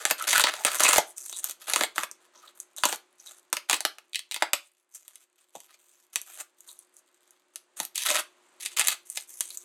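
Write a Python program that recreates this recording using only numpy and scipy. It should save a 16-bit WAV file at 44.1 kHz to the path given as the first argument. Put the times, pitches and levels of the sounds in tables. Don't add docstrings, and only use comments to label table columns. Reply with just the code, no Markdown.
import sys
import numpy as np
from scipy import signal
from scipy.fft import rfft, irfft
from scipy.io import wavfile
from scipy.ndimage import uniform_filter1d

SR = 44100
rng = np.random.default_rng(int(sys.argv[2]) if len(sys.argv) > 2 else 0)


def digitize_waveform(pressure):
    field = np.atleast_2d(pressure).T
    bounded = np.clip(field, -1, 1)
    quanta = np.round(bounded * 32767).astype(np.int16)
    wavfile.write(sys.argv[1], SR, quanta)


def amplitude_ratio(level_db):
    exponent = np.asarray(level_db, float) / 20
    return 10 ** exponent


N = 425124
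T = np.arange(N) / SR


def unit(x):
    return x / np.sqrt(np.mean(x ** 2))


def colour(x, points):
    hz, db = np.transpose(points)
    f_hz = np.arange(N // 2 + 1) * SR / N + 1
    gain_db = np.interp(np.log(f_hz), np.log(hz), db)
    return irfft(rfft(x) * amplitude_ratio(gain_db), N)


# (time [s], level [dB])
FAN_SWELL = [(0, -93), (1.1, -80), (2.2, -79.5), (3.3, -82), (4.0, -83.5), (4.7, -93.5), (5.801, -87.5),
             (6.5, -85.5), (6.9, -83.5), (7.501, -84.5), (8.3, -78.5), (8.7, -76), (9.1, -81),
             (9.64, -78.5)]
# (frequency [Hz], relative density [dB per Hz])
FAN_HISS = [(35, -68), (60, -37), (124, -24), (256, -12.5), (354, -2.5), (437, -12), (579, -5), (732, -9.5),
            (1040, -7), (2520, -13), (5330, -19), (8320, -16.5), (16000, -48)]
# (frequency [Hz], amplitude relative to swell [dB])
FAN_HUM = [(349.5, -4), (360.7, 7.5), (1039, -11)]


def fan():
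    hiss_db = 12.5
    s, db = np.transpose(FAN_SWELL)
    hum = sum(amplitude_ratio(tone_db) * np.sin(2 * np.pi * (hz * T + rng.random())) for hz, tone_db in FAN_HUM)
    hiss = amplitude_ratio(hiss_db) * unit(colour(rng.standard_normal(N), FAN_HISS))
    return amplitude_ratio(np.interp(T, s, db)) * (hum + hiss)


def walk(rate_hz):
    hold = int(SR / rate_hz)
    levels = np.repeat(rng.standard_normal(N // hold + 1), hold)
    return 1.2 * uniform_filter1d(levels, hold)[:N]


def ring(x, modes, low_hz, wander_db, favour_db=None):
    out, click = 0, 0
    for k, (hz, width_hz, db) in enumerate(modes):
        mode = signal.iirpeak(hz, hz / width_hz, SR)
        sign = (-1) ** k
        drive_db = db + wander_db * walk(25.)
        if favour_db:
            drive_db = drive_db + favour_db(hz)
        out = out + sign * signal.lfilter(*mode, x * amplitude_ratio(drive_db))
        click = click + sign * amplitude_ratio(db) * signal.lfilter(*mode, np.eye(1, 2048)[0])
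    steep = signal.butter(5, low_hz, "highpass", fs=SR, output="sos")
    return signal.sosfilt(steep, out) / np.sqrt(np.sum(click ** 2))


# (time [s], favoured pitch [Hz], box drive relative to panel [dB])
LOOSE_STRIP = [(0, 1441, -2), (.35, 1461, -9), (.5, 1780, -4), (1.0, 2178, -1), (1.2, 3800, -3),
               (1.6, 3586, -6), (1.75, 2000, -0.5), (2.1, 2127, 0.5), (2.4, 3796, 1.5), (2.85, 2590, 3),
               (3.4, 3640, -4.5), (3.55, 2338, -3), (4.0, 2435, -4), (4.12, 2740, -25), (4.35, 2440, -13),
               (4.42, 2000, -0.5), (4.6, 2400, -3.5), (5.7, 2780, -7.5), (6.4, 2340, -4), (6.7, 3720, -1.5),
               (7.8, 2790, -2.5), (7.95, 2500, -22), (8.15, 2304, -3), (8.65, 2403, -18), (8.8, 2336, -8.5),
               (9.4, 2190, -14), (9.5, 4040, -13)]


def thump_db(s, panel_db, film_db):
    loss_per_db = 0.05
    at, _, grip_db = np.transpose(LOOSE_STRIP)
    return panel_db + np.interp(s, at, grip_db) - loss_per_db * np.maximum(film_db - panel_db, 0)


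# (frequency [Hz], width [Hz], relative drive [dB])
BOX_MODES = [(194, 40, -18), (326, 88, -10.5), (483, 80, -9.5), (588, 54, -1.5), (862, 290, -2),
             (975, 230, 2), (1378, 650, -1.5)]
# (frequency [Hz], width [Hz], relative drive [dB])
PANEL_MODES = [(1670, 160, -7), (2000, 380, -3), (2540, 500, -1), (3380, 980, 1.5), (4900, 2700, -1)]
# (frequency [Hz], width [Hz], relative drive [dB])
FILM_MODES = [(6200, 1377, -4), (8630, 1580, -2.5), (10230, 2030, -5), (12140, 2400, -9),
              (14300, 1700, -22)]


def bodies(box, panel, film):
    bass_loss_per_octave = 0.22
    at, pitch_hz, grip_db = np.transpose(LOOSE_STRIP)
    strip_hz = np.interp(T, at, pitch_hz)
    lifted_db = np.minimum(np.interp(T, at, grip_db), 0)

    def favour_db(hz):
        return 3.5 - 6.0 * np.abs(np.log2(hz / strip_hz))

    def bass_db(hz):
        return bass_loss_per_octave * lifted_db * np.log2(BOX_MODES[-1][0] / hz)

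    thump = ring(box, BOX_MODES, low_hz=183.0, wander_db=3.0, favour_db=bass_db)
    rattle = ring(panel, PANEL_MODES, low_hz=1340.0, wander_db=1.06, favour_db=favour_db)
    tick = ring(film, FILM_MODES, low_hz=5680.0, wander_db=2.0)
    return thump + rattle + tick


def creases(rate_hz, spread_db, last_s):
    chance = rng.random((N, 2))
    size = amplitude_ratio(-spread_db * np.log(1 - .98 * chance[:, 1]))
    slips = (chance[:, 0] < rate_hz / SR) * size
    return unit(signal.lfilter([1], [1, -np.exp(-1 / (last_s * SR))], slips))


def spells(starts, lengths, db):
    linger_s, linger_db = 0.024, -18.0
    steps = np.zeros(N + 1)
    np.add.at(steps, np.clip(starts * SR, 0, N).astype(int), amplitude_ratio(db))
    np.add.at(steps, np.clip((starts + lengths) * SR, 0, N).astype(int), -amplitude_ratio(db))
    held = np.abs(uniform_filter1d(np.cumsum(steps)[:N], int(.01 * SR)))
    pole = np.exp(-1 / (linger_s * SR))
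    return held + amplitude_ratio(linger_db) * signal.lfilter([1 - pole], [1, -pole], held)


# (time [s], length [s], panel drive [dB], film drive [dB])
PEEL_SPELLS = [(0, .045, -45.5, -45.5), (0.063, .045, -34.5, -37), (0.18, .075, -39, -44),
               (0.273, 0.15, -25.5, -29), (0.451, .045, -27, -41), (0.509, .135, -44, -45.5),
               (0.655, .035, -27, -32.5), (0.699, 0.15, -42, -36), (.798, .19, -28.5, -28.5),
               (1.069, 0.055, -68, -50), (1.164, .2, -65.5, -47.5), (1.363, .04, -56.5, -41.5),
               (1.43, .09, -53.5, -43), (1.601, 0.074, -56.5, -50), (1.673, .18, -40, -36),
               (1.95, 0.097, -47.5, -44.5), (2.203, .07, -71.5, -67.5), (2.338, .175, -67.5, -67),
               (2.553, .08, -73, -59.5), (2.766, 0.081, -62.5, -46.5), (2.839, 0.11, -45.5, -39),
               (3.181, .22, -71, -61.5), (3.256, 0.068, -65, -53), (3.689, .08, -38.5, -41),
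               (4.139, .06, -50.5, -52), (4.317, .06, -43, -51), (4.399, .023, -51, -55),
               (4.631, 0.054, -78, -65), (4.77, 0.065, -84.5, -75.5), (4.912, .125, -75, -63.5),
               (4.943, 0.025, -61.5, -43.5), (5.046, .2, -73, -66), (5.38, 0.07, -72.5, -70.5),
               (5.549, 0.025, -61, -54.5), (5.529, 0.142, -70.5, -61), (5.685, 0.071, -62.5, -66),
               (5.793, .26, -75.5, -67), (6.13, .037, -58.5, -49.5), (6.252, .13, -59.5, -51),
               (6.387, 0.03, -49, -41), (6.577, .26, -75.5, -64.5), (6.669, .06, -73, -51),
               (6.938, 0.058, -79, -62), (7.215, .165, -78.5, -76.5), (7.535, 0.033, -77.5, -66),
               (7.767, .085, -53, -44.5), (7.95, .095, -39, -36.5), (8.054, 0.15, -32.5, -31.5),
               (8.602, .086, -45.5, -41), (8.713, .03, -51, -49), (8.768, .05, -26, -29.5),
               (8.84, .1, -37, -36.5), (9.054, 0.19, -64, -50.5), (9.15, 0.036, -46.5, -39),
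               (9.276, .13, -67.5, -49.5), (9.418, .14, -60.5, -47.5), (9.587, 0.05, -70, -54.5)]


def crackle():
    small_snap_share, ticks_db = 0.31, -78
    s, length_s, panel_db, film_db = np.transpose(PEEL_SPELLS)
    grain = creases(rate_hz=600., spread_db=4.6, last_s=.0006) + .35
    grain = grain + small_snap_share * creases(rate_hz=70, spread_db=5.0, last_s=0.0036)
    box_db = thump_db(s + length_s / 2, panel_db, film_db)

    def drive(db):
        return unit(grain * rng.standard_normal(N)) * spells(s, length_s, db)

    ticks = amplitude_ratio(ticks_db) * creases(rate_hz=56.0, spread_db=3.0, last_s=.0006) * rng.standard_normal(N)
    return bodies(drive(box_db), drive(panel_db) + amplitude_ratio(-7) * ticks, drive(film_db) + ticks)


def bursts(starts, fade_s, gain, drag_db):
    t = np.arange(1024) / SR
    slips = rng.laplace(size=(len(starts), len(t)))
    slips[:, :3] += np.sign(slips[:, :3])
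    fade = np.exp(-t / fade_s[:, None])
    drag = amplitude_ratio(drag_db) * np.exp(-t / (8.0 * fade_s[:, None]))
    at = (starts * SR).astype(int)[:, None] + np.arange(len(t))
    pulses = slips * (fade + drag) * gain[:, None]
    return np.bincount(at.ravel(), pulses.ravel(), N + len(t))[:N]


# (time [s], panel drive [dB], film drive [dB])
GLUE_SNAPS = [(0.0525, -15.5, -12), (0.1097, -9, -10.5), (0.224, -32.5, -23.5), (0.3298, -11.5, -14),
              (.356, -18, -19.5), (0.3797, -14, -12.5), (0.3964, -15, -12.5), (0.407, -18.5, -17.5),
              (.439, -7, -14.5), (0.5385, -28.5, -29.5), (0.6492, -13.5, -9.5), (0.7456, -36.5, -21.5),
              (0.8047, -16.5, -17.5), (.8352, -22, -8), (0.8516, -17, -24), (.889, -14, -9.5),
              (0.932, -12.5, -15), (0.9401, -24, -14), (0.9599, -15.5, -17.5), (.9822, -16, -10.5),
              (1.181, -50.5, -29), (1.2624, -52, -33.5), (1.296, -47, -26.5), (1.327, -37, -28),
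              (1.371, -50.5, -29), (1.4425, -31, -14.5), (1.4965, -35.5, -30.5), (1.51, -40, -31.5),
              (1.6982, -29, -21), (1.7354, -19, -17), (1.7602, -17, -15), (1.8096, -16, -21),
              (1.8355, -18.5, -19.5), (1.9811, -24, -29), (2.0339, -25.5, -25), (2.1134, -48, -31),
              (2.6014, -53, -26), (2.7643, -60, -35), (2.8358, -16.5, -21), (2.7831, -46, -29),
              (2.854, -18.5, -11), (2.959, -56, -31), (2.9265, -25.5, -27), (3.5283, -19, -12.5),
              (3.5681, -22.5, -23.5), (3.6973, -17.5, -14), (3.7108, -17.5, -19.5), (3.7296, -14, -13.5),
              (3.743, -21.5, -20), (3.806, -31.5, -22.5), (3.8511, -15.5, -17), (3.9842, -41, -41),
              (4.1325, -36, -43), (4.1464, -28.5, -39.5), (4.157, -23, -28.5), (4.1922, -30.5, -34),
              (4.3122, -25.5, -26), (4.321, -29.5, -30.5), (4.3435, -25.5, -26), (4.3621, -26.5, -31),
              (4.4229, -15.5, -17), (4.5331, -14, -11.5), (5.08, -51, -35.5), (5.1564, -49.5, -38),
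              (5.6034, -53, -40.5), (6.158, -23.5, -16.5), (6.2158, -51, -28.5), (6.606, -67.5, -38),
              (6.7906, -70, -38.5), (6.9672, -76, -43.5), (7.3074, -70, -43), (7.5583, -41, -27),
              (7.801, -27.5, -19), (7.851, -39.5, -22), (7.9571, -30, -24.5), (7.9785, -23, -23.5),
              (8.0619, -23, -17.5), (8.1031, -19.5, -17.5), (8.1652, -24.5, -21.5), (8.66, -26, -23),
              (8.77, -35.5, -22), (8.795, -19.5, -10.5), (8.872, -22, -10.5), (8.8835, -15.5, -6.5),
              (9.1007, -56, -28.5), (9.1732, -25.5, -27), (9.4071, -24, -14.5), (9.5043, -42.5, -32.5),
              (9.573, -50, -27)]


def snaps():
    s, panel_db, film_db = np.transpose(GLUE_SNAPS)
    base_fade_s = 0.00067 * amplitude_ratio(0.063 * (panel_db + 26.5))
    box = bursts(s, 0.93 * base_fade_s, amplitude_ratio(thump_db(s, panel_db, film_db)), drag_db=-11.5)
    panel = bursts(s, 1.063 * base_fade_s, amplitude_ratio(panel_db), drag_db=-10)
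    film = bursts(s, 0.71 * base_fade_s, amplitude_ratio(film_db), drag_db=-11.5)
    return bodies(box, panel, film)


# (time [s], length [s], pitch [Hz], level [dB])
FILM_SQUEAKS = [(0.186, 0.045, 1370, -42.5), (0.329, 0.089, 1425, -32), (0.852, 0.023, 2410, -28),
                (1.303, 0.078, 3700, -54.5), (2.333, 0.091, 5990, -65.5), (2.42, 0.053, 1198, -63.5),
                (2.468, 0.019, 3740, -59.5), (2.767, 0.043, 3820, -53.5), (3.192, .02, 6060, -57.5),
                (3.262, 0.028, 3760, -55.5), (6.682, 0.035, 3920, -59.5), (9.501, 0.0125, 4040, -50.5)]


def squeaks():
    grain = creases(rate_hz=250, spread_db=3.0, last_s=.0012) + .3
    slips = unit(grain * rng.standard_normal(N))
    out = np.zeros(N)
    for s, length_s, hz, db in FILM_SQUEAKS:
        a, n = int(s * SR), int(length_s * SR)
        push = np.zeros(2 * n)
        push[:n] = slips[a:a + n] * signal.windows.tukey(n, .5)
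        peak = signal.iirpeak(hz, 5.1, SR)
        tone = signal.lfilter(*peak, signal.lfilter(*peak, push))
        out[a:a + 2 * n] += amplitude_ratio(db) * np.sqrt(2) * unit(tone)
    return out


# (time [s], drive [dB])
KNUCKLE_KNOCKS = [(5.551, -40), (7.801, -41)]
# (frequency [Hz], width [Hz], relative drive [dB])
HOLLOW_MODES = [(152, 40, -10), (294, 72, -1), (643, 140, 1), (910, 220, -2)]


def knocks():
    s, db = np.transpose(KNUCKLE_KNOCKS)
    push = bursts(s, np.full(len(s), .004), amplitude_ratio(db), drag_db=-14)
    return ring(push, HOLLOW_MODES, low_hz=110., wander_db=0)


# (t60 of the faster decay [s], level [dB])
ROOM_BANDS = [(0.18, -10), (0.15, -7.5), (.16, -7), (.12, -10)]


def room(x):
    t = np.arange(int(.3 * SR)) / SR
    edges_hz = [(100, 700), (700, 2400), (2400, 5500), (5500, 18000)]
    tail = 0
    for (t60_s, db), edge_hz in zip(ROOM_BANDS, edges_hz):
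        bandpass = signal.butter(2, edge_hz, "bandpass", fs=SR, output="sos")
        band = signal.sosfilt(bandpass, rng.standard_normal(len(t)))
        fade = amplitude_ratio(-60 * t / t60_s) + amplitude_ratio(-15.0 - 30 * t / t60_s)
        fade = fade * np.clip(t / 0.0021, 0, 1)
        tail = tail + amplitude_ratio(db) * band * fade / np.sqrt(np.sum(fade ** 2))
    return x + signal.fftconvolve(x, tail)[:N]


def scene():
    tape_and_box = crackle() + snaps() + squeaks() + knocks()
    return (fan() + room(tape_and_box))[None]


def top_cut(x):
    return signal.sosfilt(signal.butter(12, 16970, fs=SR, output="sos"), x)


def record(dry):
    x = signal.sosfilt(signal.butter(2, 170., "highpass", fs=SR, output="sos"), dry)
    x = x - 0.41 * signal.lfilter(*signal.iirpeak(5400., 5.5, SR), x)
    top = .52
    x = top * np.tanh(x / top)
    mix = x + 0.0068 * x ** 2
    return top_cut(mix)


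dry = scene()
out = record(dry)
digitize_waveform(out)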